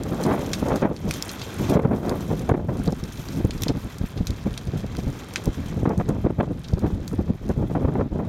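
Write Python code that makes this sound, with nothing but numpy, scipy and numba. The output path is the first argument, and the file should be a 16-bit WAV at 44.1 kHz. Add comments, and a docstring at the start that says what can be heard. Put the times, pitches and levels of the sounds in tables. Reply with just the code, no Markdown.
"""A large brush pile burns outdoors at night, in a gusty wind.
The flames roar softly, sap sizzles out in tiny jets and twigs crackle; now and then one bursts with
a sharp pop that scatters through the branches. Air drawn into the pile adds a deep, even rumble.
The wind buffets the microphone with a lumpy rumble that grows brighter as it blows harder;
each strong blow makes the recorder's gain control turn the fire down for a moment."""
import sys
import numpy as np
from scipy import signal
from scipy.io import wavfile
from scipy.ndimage import uniform_filter1d, minimum_filter1d
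from numba import njit

SR = 44100
rng = np.random.default_rng(int(sys.argv[2]) if len(sys.argv) > 2 else 0)


def store_wav(level_fs):
    """Save 16-bit WAV to argv[1]."""
    pcm = np.round(np.clip(np.atleast_2d(level_fs), -1, 1) * 32767)
    wavfile.write(sys.argv[1], SR, pcm.T.astype(np.int16))


N = 365148
TIME = np.arange(N) / SR
USUAL_CORNER_HZ = 280  # in a middling wind, the rumble falls away above this "corner"

# strong eddies (swirls of air) that hit the microphone: peak_s, level_db, corner_hz, length_ms
STRONG_EDDIES = [(.123, -20, 206, 11), (.275, -16, 504, 32), (.315, -22, 500, 26), (.618, -22, 206, 19),
                 (0.72, -12.5, 584, 7.2), (.829, -12.5, 480, 11.3), (0.856, -9, 438, 19),
                 (0.91, -11, 290, 19), (0.924, -14, 395, 7), (1.055, -26, 120, 24), (1.709, -15, 260, 27),
                 (1.723, -9.5, 440, 8.1), (1.758, -3, 325, 6.6), (1.771, -1, 370, 11.6),
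                 (1.797, -4.5, 636, 7.1), (1.857, 2.5, 260, 8.2), (1.913, 2.5, 330, 8.7),
                 (1.928, -6, 490, 23), (2.498, -10.5, 564, 9.6), (2.519, -2, 260, 8.5),
                 (2.542, -6, 516, 6.3), (2.55, -12, 437, 11), (2.578, -12, 350, 5.5),
                 (2.594, -15.5, 380, 7.5), (2.649, -16.5, 169, 16), (2.693, -9.5, 347, 10),
                 (2.801, -17.5, 189.8, 9.7), (2.886, -14, 232, 22.3), (2.929, -16, 301.5, 10),
                 (3.193, -23.5, 177, 13), (3.451, -9.5, 166, 11.3), (3.498, -19, 198, 10),
                 (3.555, -24, 137, 14.4), (3.667, -21.5, 260, 11), (3.703, -13.5, 228, 13.7),
                 (3.762, -24, 238, 23), (3.861, -24.5, 186.5, 13), (4.013, -21, 162, 13),
                 (4.039, -19, 148.6, 13), (4.172, -23, 209, 16), (4.211, -16.5, 131, 21),
                 (4.3, -21, 120.3, 26), (4.468, -20, 179.4, 24), (4.516, -24, 140, 19),
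                 (4.683, -22, 137.2, 21), (4.746, -30, 320, 4.4), (4.846, -20, 237, 14),
                 (4.99, -21, 220, 12), (5.479, -13, 151, 18), (5.585, -27, 149, 11), (5.78, -20.5, 166, 23),
                 (5.859, -12.5, 560, 6.9), (5.877, -7, 315, 8.7), (5.983, -11, 140, 18),
                 (6.001, -13, 522, 5), (6.012, -18, 501, 12), (6.252, -18, 260, 10), (6.264, -14, 426, 7.6),
                 (6.27, -12, 388, 5.4), (6.305, -16.5, 410, 13), (6.389, -9, 280, 7),
                 (6.402, -14, 521, 5.7), (6.41, -11.5, 700, 6.3), (6.431, -19.5, 400, 26),
                 (6.508, -18, 247, 17), (6.738, -15.5, 125, 20.5), (6.775, -19.5, 294, 13.7),
                 (6.844, -15.5, 209, 21), (6.933, -18, 107.8, 13), (7.14, -22, 220, 16),
                 (7.198, -14.5, 196, 22), (7.305, -13.5, 154, 19), (7.504, -16, 294.5, 18),
                 (7.576, -17.5, 148, 21), (7.628, -20.5, 320, 6.2), (7.71, -22, 360, 19),
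                 (7.755, -14.5, 393, 7.8), (7.769, -18, 394, 9.4), (7.831, -22, 380, 6.6),
                 (7.85, -13, 270, 11), (7.89, -15, 304, 10.5), (7.956, -15.5, 480, 3.8),
                 (7.994, -21.5, 457, 9.2), (8.013, -18.5, 456, 4.7), (8.061, -20, 204, 9.2),
                 (8.126, -17, 138, 14), (8.159, -19.5, 400, 5.1), (8.198, -20, 460, 15)]


def from_db(db):
    """Turn decibels into a number to multiply by."""
    return 10 ** (np.asarray(db) / 20)


def rms_one(x):
    """Scale a signal so that its average strength (rms) is 1."""
    return x / np.sqrt(np.mean(x ** 2) + 1e-20)


def in_time(rows):
    """Join a table's timed points with straight lines: one curve for each column after the time."""
    times_s, *columns = np.transpose(rows)
    return [np.interp(TIME, times_s, column) for column in columns]


def butter(x, hz, kind, order=2):
    """Keep the "low" part, the "high" part or one "band" of a sound."""
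    return signal.sosfilt(signal.butter(order, np.clip(hz, 10, .45 * SR), kind, fs=SR, output="sos"), x)


def drift(rate):
    """A smooth random wobble with a spread of 1, changing about rate times a second."""
    keep = np.exp(-80 * np.pi * rate / SR)
    noise = rng.standard_normal(N // 40 + 2002)  # one value per 40 samples, plus a run-up
    slow = signal.lfilter([1], [1, -2 * keep, keep * keep], noise)[2000:]
    return np.interp(np.arange(N) / 40, np.arange(len(slow)), rms_one(slow))


def banded_noise(spectrum, shared_db, patchy_db, flicker_rate):
    """Noise in bands about a third of an octave wide, which flicker together and each on its own."""
    hz, db = np.transpose(spectrum)
    edges = np.geomspace(hz[0], hz[-1], int(3 * np.log2(hz[-1] / hz[0])) + 2)
    white = rng.standard_normal((2, N))
    together, out = drift(flicker_rate), 0
    for k, (low, high) in enumerate(zip(edges, edges[1:])):
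        level_db = np.interp(np.log(low * high) / 2, np.log(hz), db)
        gain = from_db(level_db + shared_db * together + patchy_db * drift(flicker_rate))
        out = out + gain * butter(white[k % 2], [low, high], "band")
    return rms_one(out)


def fire(waver_db=1.47, roar_db=-44, roar_follows=.65):
    """Flames roar, sap sizzles and twigs crackle, all swelling and sinking with the blaze."""
    # how strongly the pile burns: time_s, level_db
    blaze = [(0, -52.5), (.3, -46.5), (.95, -50), (1.55, -44.5), (1.9, -48), (2.05, -45.5), (2.4, -55.5),
             (2.85, -53.5), (3.35, -51.5), (3.9, -55), (4.4, -55.5), (5.2, -52), (5.75, -54.5),
             (6.03, -59.5), (6.6, -61), (7.1, -59), (8.28, -65.5)]
    # strength of the needles' fine fizz, relative to the blaze: time_s, level_db
    fizz_levels = [(0, -6), (1.2, -7.5), (2.4, -5.5), (3.3, -5), (4.25, -6.5), (4.7, -9), (5.7, -8.5),
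                   (7.1, -6), (8.28, -7)]
    # tone of the roaring flames: pitch_hz, level_db
    roar_tone = [(90, 23.5), (180, 8), (350, 8), (700, 6), (1300, 6.5), (2100, 1), (3300, 0), (4500, -8),
                 (8000, -17.5)]
    # tone of the sizzling sap: pitch_hz, level_db
    sizzle_tone = [(1800, -10), (3000, 3.5), (4500, -8), (6900, 3.5), (8200, -22.5), (10000, -32)]
    # tone of the fizzing needles: pitch_hz, level_db
    fizz_tone = [(7500, -5), (8800, 3.5), (10200, -18), (12600, 7), (14300, -6), (16000, -23)]
    blaze_db = in_time(blaze)[0] + waver_db * drift(5)
    fizz_db = in_time(fizz_levels)[0]
    roar_gain = from_db(roar_db + roar_follows * (blaze_db - blaze_db.mean()))
    roar = roar_gain * banded_noise(roar_tone, shared_db=2, patchy_db=2.2, flicker_rate=156)
    sizzle = banded_noise(sizzle_tone, shared_db=2, patchy_db=1.3, flicker_rate=75)
    fizz = from_db(fizz_db) * banded_noise(fizz_tone, shared_db=1, patchy_db=0.9, flicker_rate=40)
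    twigs = crackle(per_s=190, size_db=11, largest=2.23, echo_db=-22.5, span_hz=(2740, 7900), kinds=12)
    needles = crackle(per_s=120, size_db=5, largest=4, echo_db=-9.5, span_hz=(10400, 13500), kinds=5)
    crackling = from_db(-4) * twigs + from_db(fizz_db - 4.5) * needles
    hissing = sap_jets() * (sizzle + fizz)  # the same jets drive both
    return roar + from_db(blaze_db) * (hissing + crackling)


def sap_jets(per_s=260, size_db=9.5, fade_s=0.011, even_flow=0.47):
    """A loudness curve: sap escapes in tiny jets that start at once and fade, over an even flow."""
    sizes = from_db(size_db * np.minimum(rng.exponential(1, N), 3.5))
    jets = sizes * (rng.random(N) < per_s / SR)
    power = signal.lfilter([1], [1, -np.exp(-1 / (fade_s * SR))], jets ** 2 + 1e-18)
    return rms_one(np.sqrt(even_flow + power / power.mean()))


def crackle(per_s, size_db, largest, echo_db, span_hz, kinds):
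    """Small twigs or needles snap at random, many faintly and a few strongly."""
    starts = np.flatnonzero(rng.random(N) < per_s * from_db(3 * drift(8)) / SR)
    sizes = from_db(size_db * np.minimum(rng.exponential(1, len(starts)), largest))
    sizes *= rng.choice([-1, 1], len(starts))
    kind, out = rng.integers(0, kinds, len(starts)), 0
    for k, hz in enumerate(np.geomspace(*span_hz, kinds)):
        clicks = np.zeros(N)
        clicks[starts] = sizes * (kind == k)
        sound = snap(hz / 2 ** (1 / 8), hz * 2 ** (1 / 8), echo_db, -14, -20, tear_s=0.0011)
        out = out + signal.oaconvolve(clicks, sound)[:N]
    return rms_one(out)


def snap(low_hz, high_hz, echo_db, ring_db, tick_db, thickness=1, tear_s=0.0095):
    """One twig bursts: a crack and tearing fibres set the wood ringing; branches and ground echo it."""
    t = np.arange(int(.1 * SR)) / SR
    ring_s, echo_s = 0.011, 0.067  # like tear_s, the time to fade by 60 dB
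    first, later = t < .003, (t > .004) & (t < .018)
    band_hz = [low_hz / (1.1 * thickness), high_hz * 1.11]
    tearing = rng.standard_normal(len(t)) * from_db(-60 * t / tear_s)
    tearing[0] = from_db(11)  # the opening crack
    burst = butter(tearing, band_hz, "band", order=1)
    ring = (np.sin(2 * np.pi * low_hz * t) - np.sin(2 * np.pi * high_hz * t)) * from_db(-60 * t / ring_s)
    ring = from_db(ring_db) * ring / ring[first].std()
    # a thin, very high tick as each crack rings the microphone
    mic_ring_tick = butter(tearing, [11700, 13300], "band")
    # the echoes carry the pitches of the wood
    scatter = rng.standard_normal(len(t)) * from_db(-60 * t / echo_s) * (1 - np.exp(-t / 0.0005))
    echoes = butter(scatter, band_hz, "band", order=1)
    echoes += signal.fftconvolve(scatter, ring)[:len(t)] / first.sum()
    sound = burst / burst[first].std() + ring + from_db(echo_db) * echoes / echoes[later].std()
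    # a twig deep in the pile is heard with more echo and less treble
    muffle_hz = max(1.06 * high_hz * 2 ** (-(echo_db + 8) / 9), 6000)
    sound = butter(butter(sound, muffle_hz, "low"), 1020, "high")
    return sound + from_db(tick_db) * mic_ring_tick / mic_ring_tick[first].std()


def draught(level_db=-43.5):
    """Air drawn into the pile keeps up a deep, even rumble."""
    return from_db(level_db) * rms_one(butter(rng.standard_normal(N), [50, 130], "band"))


def wind(level_db=-1.5, flap_db=1.5, flutter_db=2.5, hard_blow_db=-14, boom_db=-9, steady_s=0.017):
    """Air swirls at the microphone's opening: a harder blow is both louder and brighter."""
    power, corner_hz, steep_share = airflow()
    # the flow flaps, and the smallest eddies make level and brightness flutter together
    flap, flutter = drift(24), drift(70)
    wobbling_hz = np.clip(corner_hz * 2 ** (0.1 * flutter + 0.07 * flap), 40, 3000)
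    # in fast air the corner sharpens into a throaty ring
    speed = corner_hz / USUAL_CORNER_HZ
    damping = np.clip(1.61 / speed ** 0.22, .7, 2)
    rumble = moving_lowpass(rng.standard_normal(N) / np.sqrt(wobbling_hz), wobbling_hz, damping)
    # fast air has few large eddies, so its bass thins out
    rumble -= moving_lowpass(rumble, 0.32 * speed ** 0.16 * wobbling_hz, np.full(N, 2.))
    # fast air, a hard blow and the steep front of an eddy all let more treble through
    force_octaves = (10 * np.log10(power) - hard_blow_db) / 40
    ragged_octaves = 0.31 * drift(130)  # the flow tears, so the treble comes in shreds
    treble_hz = 1350 * speed ** 0.88 * 2 ** (0.14 * steep_share + force_octaves + ragged_octaves)
    rumble = moving_lowpass(rumble, np.clip(treble_hz, 500, 4000), np.full(N, 1.33))
    rumble = butter(rumble, 3960, "low", order=6)
    # the opening booms a little in the upper bass
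    rumble += from_db(boom_db) * butter(rumble, [145, 215], "band", order=1)
    rumble = butter(rumble, 9, "high", order=1) * from_db(flutter_db * flutter)
    # even out all but the quickest swings, so that the flow sets the loudness
    window = int(steady_s * SR)
    rumble /= np.sqrt(uniform_filter1d(uniform_filter1d(rumble ** 2, window), window) + 1e-20)
    return from_db(level_db + flap_db * flap) * np.sqrt(power) * rumble + thumps(power, corner_hz)


def airflow(eddies_per_s=3, eddy_db=6.5, eddy_ms=13.4, gust_steepness=0.34, lull_s=0.03):
    """Breeze, gusts, eddies and lulls set the wind's power, its corner and how steeply it arrives."""
    # the breeze between gusts: time_s, level_db, corner_hz
    breeze = [(0, -25.5, 351), (.55, -29, 280), (1.08, -25, 218), (1.25, -40, 317), (1.5, -36, 334),
              (1.9, -26.5, 255.6), (2.8, -26, 190), (2.98, -27.5, 138.5), (3.09, -39.5, 184),
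              (3.3, -30.5, 205.6), (3.5, -26.5, 162), (3.95, -35.5, 187), (4.7, -33, 162.3),
              (5.1, -26.5, 166.5), (5.22, -40, 317), (5.42, -36, 322), (5.52, -29.5, 178.5),
              (6.2, -25, 200), (6.62, -31, 151), (7.42, -27.5, 180.1), (8.28, -26.5, 218.7)]
    # gusts that swell and sink: peak_s, level_db, length_s, corner_hz
    gusts = [(0.299, -23, 0.17, 650), (0.72, -21.5, 0.1, 530), (0.873, -19, 0.081, 496),
             (1.085, -20, 0.037, 274), (1.619, -22, 0.07, 228), (1.777, -13, 0.11, 420),
             (1.887, -6.5, 0.11, 335), (2.083, -16, 0.095, 460), (2.316, -18.5, 0.036, 345),
             (2.574, -16.5, 0.088, 297), (2.724, -20.5, 0.078, 320), (3.375, -26, 0.047, 198),
             (4.758, -20, .045, 180), (5.07, -24, 0.048, 150.3), (5.914, -16, 0.044, 484),
             (6.101, -17, 0.023, 376), (6.158, -24, 0.036, 380), (6.266, -20, 0.037, 381),
             (6.859, -22.5, 0.062, 398), (7.624, -20.5, 0.065, 207), (7.858, -26, 0.22, 304.4),
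             (7.988, -26, 0.092, 452), (8.198, -28, 0.077, 486)]
    # moments when the air falls still: middle_s, drop_db
    lulls = [(2.465, 5), (.79, 3.5), (3.24, 6), (3.81, 4), (3.911, 17), (4.09, 9), (4.58, 2), (5.55, 13),
             (6.345, 0), (6.629, 8), (7.07, 4.5), (7.26, 1), (7.38, 20), (7.544, 5), (8.093, 17.5)]
    breeze_db, corner_hz = in_time(breeze)
    # weak eddies ride on the breeze at random, about eddy_db above it
    peaks = np.flatnonzero(rng.random(N) < eddies_per_s / SR)
    weak_eddies = [(i / SR, breeze_db[i] + eddy_db + 2 * rng.standard_normal(), corner_hz[i], eddy_ms)
                   for i in peaks]
    blows = [(s, db, length_s, hz, gust_steepness) for s, db, length_s, hz in gusts]
    blows += [(s, db, ms / 1000, hz, 1) for s, db, hz, ms in STRONG_EDDIES + weak_eddies]
    power = from_db(breeze_db) ** 2
    weighted_hz = power * corner_hz  # the strongest blow has the most say in the corner
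    steep_power, lull_db = np.zeros(N), np.zeros(N)
    for peak_s, db, length_s, hz, steepness in blows:
        near, bell = swell(peak_s, length_s, hz)
        blow = from_db(db) ** 2 * bell
        power[near] += blow
        weighted_hz[near] += blow * hz
        steep_power[near] += blow * steepness
    for middle_s, drop_db in lulls:
        near, bell = swell(middle_s, lull_s, 0)
        lull_db[near] -= drop_db * bell
    return power * from_db(lull_db) ** 2, weighted_hz / power, steep_power / power


def swell(peak_s, length_s, corner_hz):
    """The samples a blow or lull covers, and its bell shape; bright blows have a steeper front."""
    near = slice(max(int((peak_s - 2 * length_s) * SR), 0), int((peak_s + 2 * length_s) * SR))
    passing = 2 * (TIME[near] - peak_s) / length_s
    steepness = np.where(passing < 0, 2 + corner_hz / 300, 2)
    return near, .5 ** (np.abs(passing) ** steepness)


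@njit
def moving_lowpass(x, corner_hz, damping):
    """Soften everything above a moving corner; less damping makes the corner ring more."""
    step = 2 * np.pi * corner_hz / SR
    out, low, band = np.empty_like(x), 0.0, 0.0
    for i in range(len(x)):
        band += step[i] * (x[i] - low - damping[i] * band)
        low += step[i] * band
        out[i] = low
    return out


def thumps(power, corner_hz, usual_per_s=22, boost_db=1.5):
    """An eddy's core passes as one dip of pressure: one per strong eddy, small ones all through."""
    peaks = np.flatnonzero(rng.random(N) < usual_per_s * corner_hz / USUAL_CORNER_HZ / SR)
    size, pitch = np.clip(rng.standard_normal((len(peaks), 2)), -2, 2).T
    small_db = 10 * np.log10(power[peaks]) + size
    small_hz = 0.93 * corner_hz[peaks] * 2 ** (0.47 * pitch)
    cores = [(s, db, 0.74 * hz) for s, db, hz, _ in STRONG_EDDIES]
    cores += zip(peaks / SR, small_db, small_hz)
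    out = np.zeros(N)
    for peak_s, db, hz in cores:
        near = slice(max(int((peak_s - 2 / hz) * SR), 0), int((peak_s + 2 / hz) * SR))
        passing = np.pi * hz * (TIME[near] - peak_s)
        out[near] -= from_db(db + boost_db) * (1 - 3 * passing ** 2) / (1 + passing ** 2) ** 3
    return butter(out, 1300, "low")


def pops(thin_twig_db=-35, db_per_octave=20):
    """Single twigs burst with a sharp pop; thicker wood is louder and reaches lower."""
    # the loudest bursting twigs: start_s, level_db, low_hz, high_hz, echo_db, ring_db, tick_db
    # (the last three are relative to the burst itself)
    bursts = [(.035, -35.5, 5000, 7100, -20, -14, -19), (.237, -29.5, 5100, 7100, -12, -10, -12),
              (.533, -20, 3720, 6600, -9, -4, -32), (.685, -35, 5500, 7200, -15, -8, -16),
              (.759, -34.5, 4860, 6460, -16, -5, -16), (0.9641, -28.5, 3740, 4340, -14, -9, -24),
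              (1.091, -39, 4000, 6000, -11, -11, -24), (1.11, -19.5, 2530, 6070, -17, -7, -14),
              (1.139, -28.5, 3600, 6170, -14, -6, -13), (1.2244, -23.5, 5400, 7260, -24, 1, -20),
              (1.2922, -31.5, 4200, 6250, -4.5, -2, -26), (1.4152, -35.5, 3200, 4440, 0, -12, -20),
              (2.0944, -24, 5000, 6750, -17, -10, -23.5), (2.3942, -37.5, 4230, 6040, -19, -8, -17.5),
              (2.491, -39.5, 5800, 7350, -14, -19, -8), (2.859, -39.5, 3900, 5280, -25, -8, -18),
              (2.8759, -37.5, 4000, 4620, -14, 5, -21), (2.923, -35, 4400, 6110, -16, -11, -16),
              (3.0384, -35.5, 3750, 5340, -19, 0, -25), (3.286, -38, 4150, 5600, -12, -8, -13.5),
              (3.45, -38, 5460, 8500, -22, -11, -12), (3.508, -25.5, 3130, 4220, -15, -3, -29),
              (3.547, -51, 5670, 7400, -25, -13, -9.5), (3.58, -41, 3800, 5600, -11, -8, -14),
              (3.621, -29, 3350, 5750, -23, -7, -3), (3.6345, -25, 3520, 5670, -20.5, 1.5, -9),
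              (3.6823, -27.5, 4300, 5060, -6, 1.5, -17), (3.984, -40, 5770, 7400, -16, -12, -8),
              (4.175, -41, 3100, 4300, -3, -20, -22), (4.2701, -28.5, 4140, 6500, -10, -5, -11),
              (4.306, -31.5, 3200, 4250, -20, -8, -18), (4.54, -38.5, 2600, 3600, -16, -6, -24),
              (4.577, -29, 3940, 5750, -14, -7, -17), (4.672, -42.5, 3800, 5500, -12, -8, -16),
              (4.951, -35, 1400, 1900, -22, -4, -30), (4.9682, -34.5, 3460, 4600, -31, -14, -23),
              (5.338, -38, 6170, 7900, -25, -11, -13), (5.3589, -17, 2400, 3760, -13, -10, -34),
              (5.457, -33.5, 5400, 7600, -28, -8, -13), (5.893, -37, 5000, 6750, -18, -10, -17.5),
              (5.978, -38, 5790, 7390, -17, -15, -12), (6.0895, -37.5, 5690, 7300, -14, -18, -9),
              (6.643, -40, 2976, 4130, -4, -8, -24), (6.6847, -40, 3800, 5400, -13, -2, -20),
              (6.736, -39.5, 3340, 4830, -14, -12, -26), (6.793, -42, 4870, 6560, -21, -5, -14),
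              (7.0786, -32.5, 5175, 6860, -18, -15, -12), (7.49, -42.5, 5060, 6900, -18, -10, -13.5)]
    out = np.zeros(N + SR)
    for start_s, level_db, *twig in bursts:
        thickness = 2 ** (max(level_db - thin_twig_db, 0) / db_per_octave)
        sound = from_db(level_db) * snap(*twig, thickness)
        start = int(start_s * SR)
        out[start:start + len(sound)] += sound
    return out[:N]


def gain_control(x, limit_db=-19, cut_share=0.83, attack_s=0.00093, hold_s=0.057, climb_db_per_s=45.5):
    """A loud, bright blow turns the volume down at once; it stays down briefly, then climbs back."""
    sensed = butter(x, 260, "high", order=1)  # deep bass counts for less
    power = uniform_filter1d(sensed ** 2, int(0.0063 * SR))
    level_db = 10 * np.log10(np.abs(power) + 1e-12)
    cut_db = cut_share * np.maximum(level_db - limit_db, 0)
    half_hold = int(hold_s * SR / 2)
    held_db = -minimum_filter1d(-cut_db, 2 * half_hold + 1, origin=half_hold)
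    climb_db = climb_db_per_s * TIME
    easing_db = np.maximum.accumulate(held_db + climb_db, axis=-1) - climb_db
    keep = np.exp(-1 / (attack_s * SR))
    return x * from_db(-signal.lfilter([1 - keep], [1, -keep], easing_db))


def scene():
    """The fire ahead and the wind on the microphone, in one channel."""
    return (fire() + from_db(-0.5) * pops() + draught() + wind())[None, :]


def record(dry, top_hz=15900):
    """The recorder thins the deepest bass, turns down loud blows, and cuts two notches and the top."""
    # narrow gaps in what the recorder picks up: pitch_hz, sharpness (pitch divided by width)
    notches = [(2890, 14), (7850, 21)]
    out = gain_control(butter(dry, 33, "high"))
    for pitch_hz, sharpness in notches:
        out = signal.lfilter(*signal.iirnotch(pitch_hz, sharpness, fs=SR), out)
    return signal.sosfilt(signal.ellip(10, .2, 80, top_hz, fs=SR, output="sos"), out)


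dry = scene()
out = record(dry)
store_wav(out)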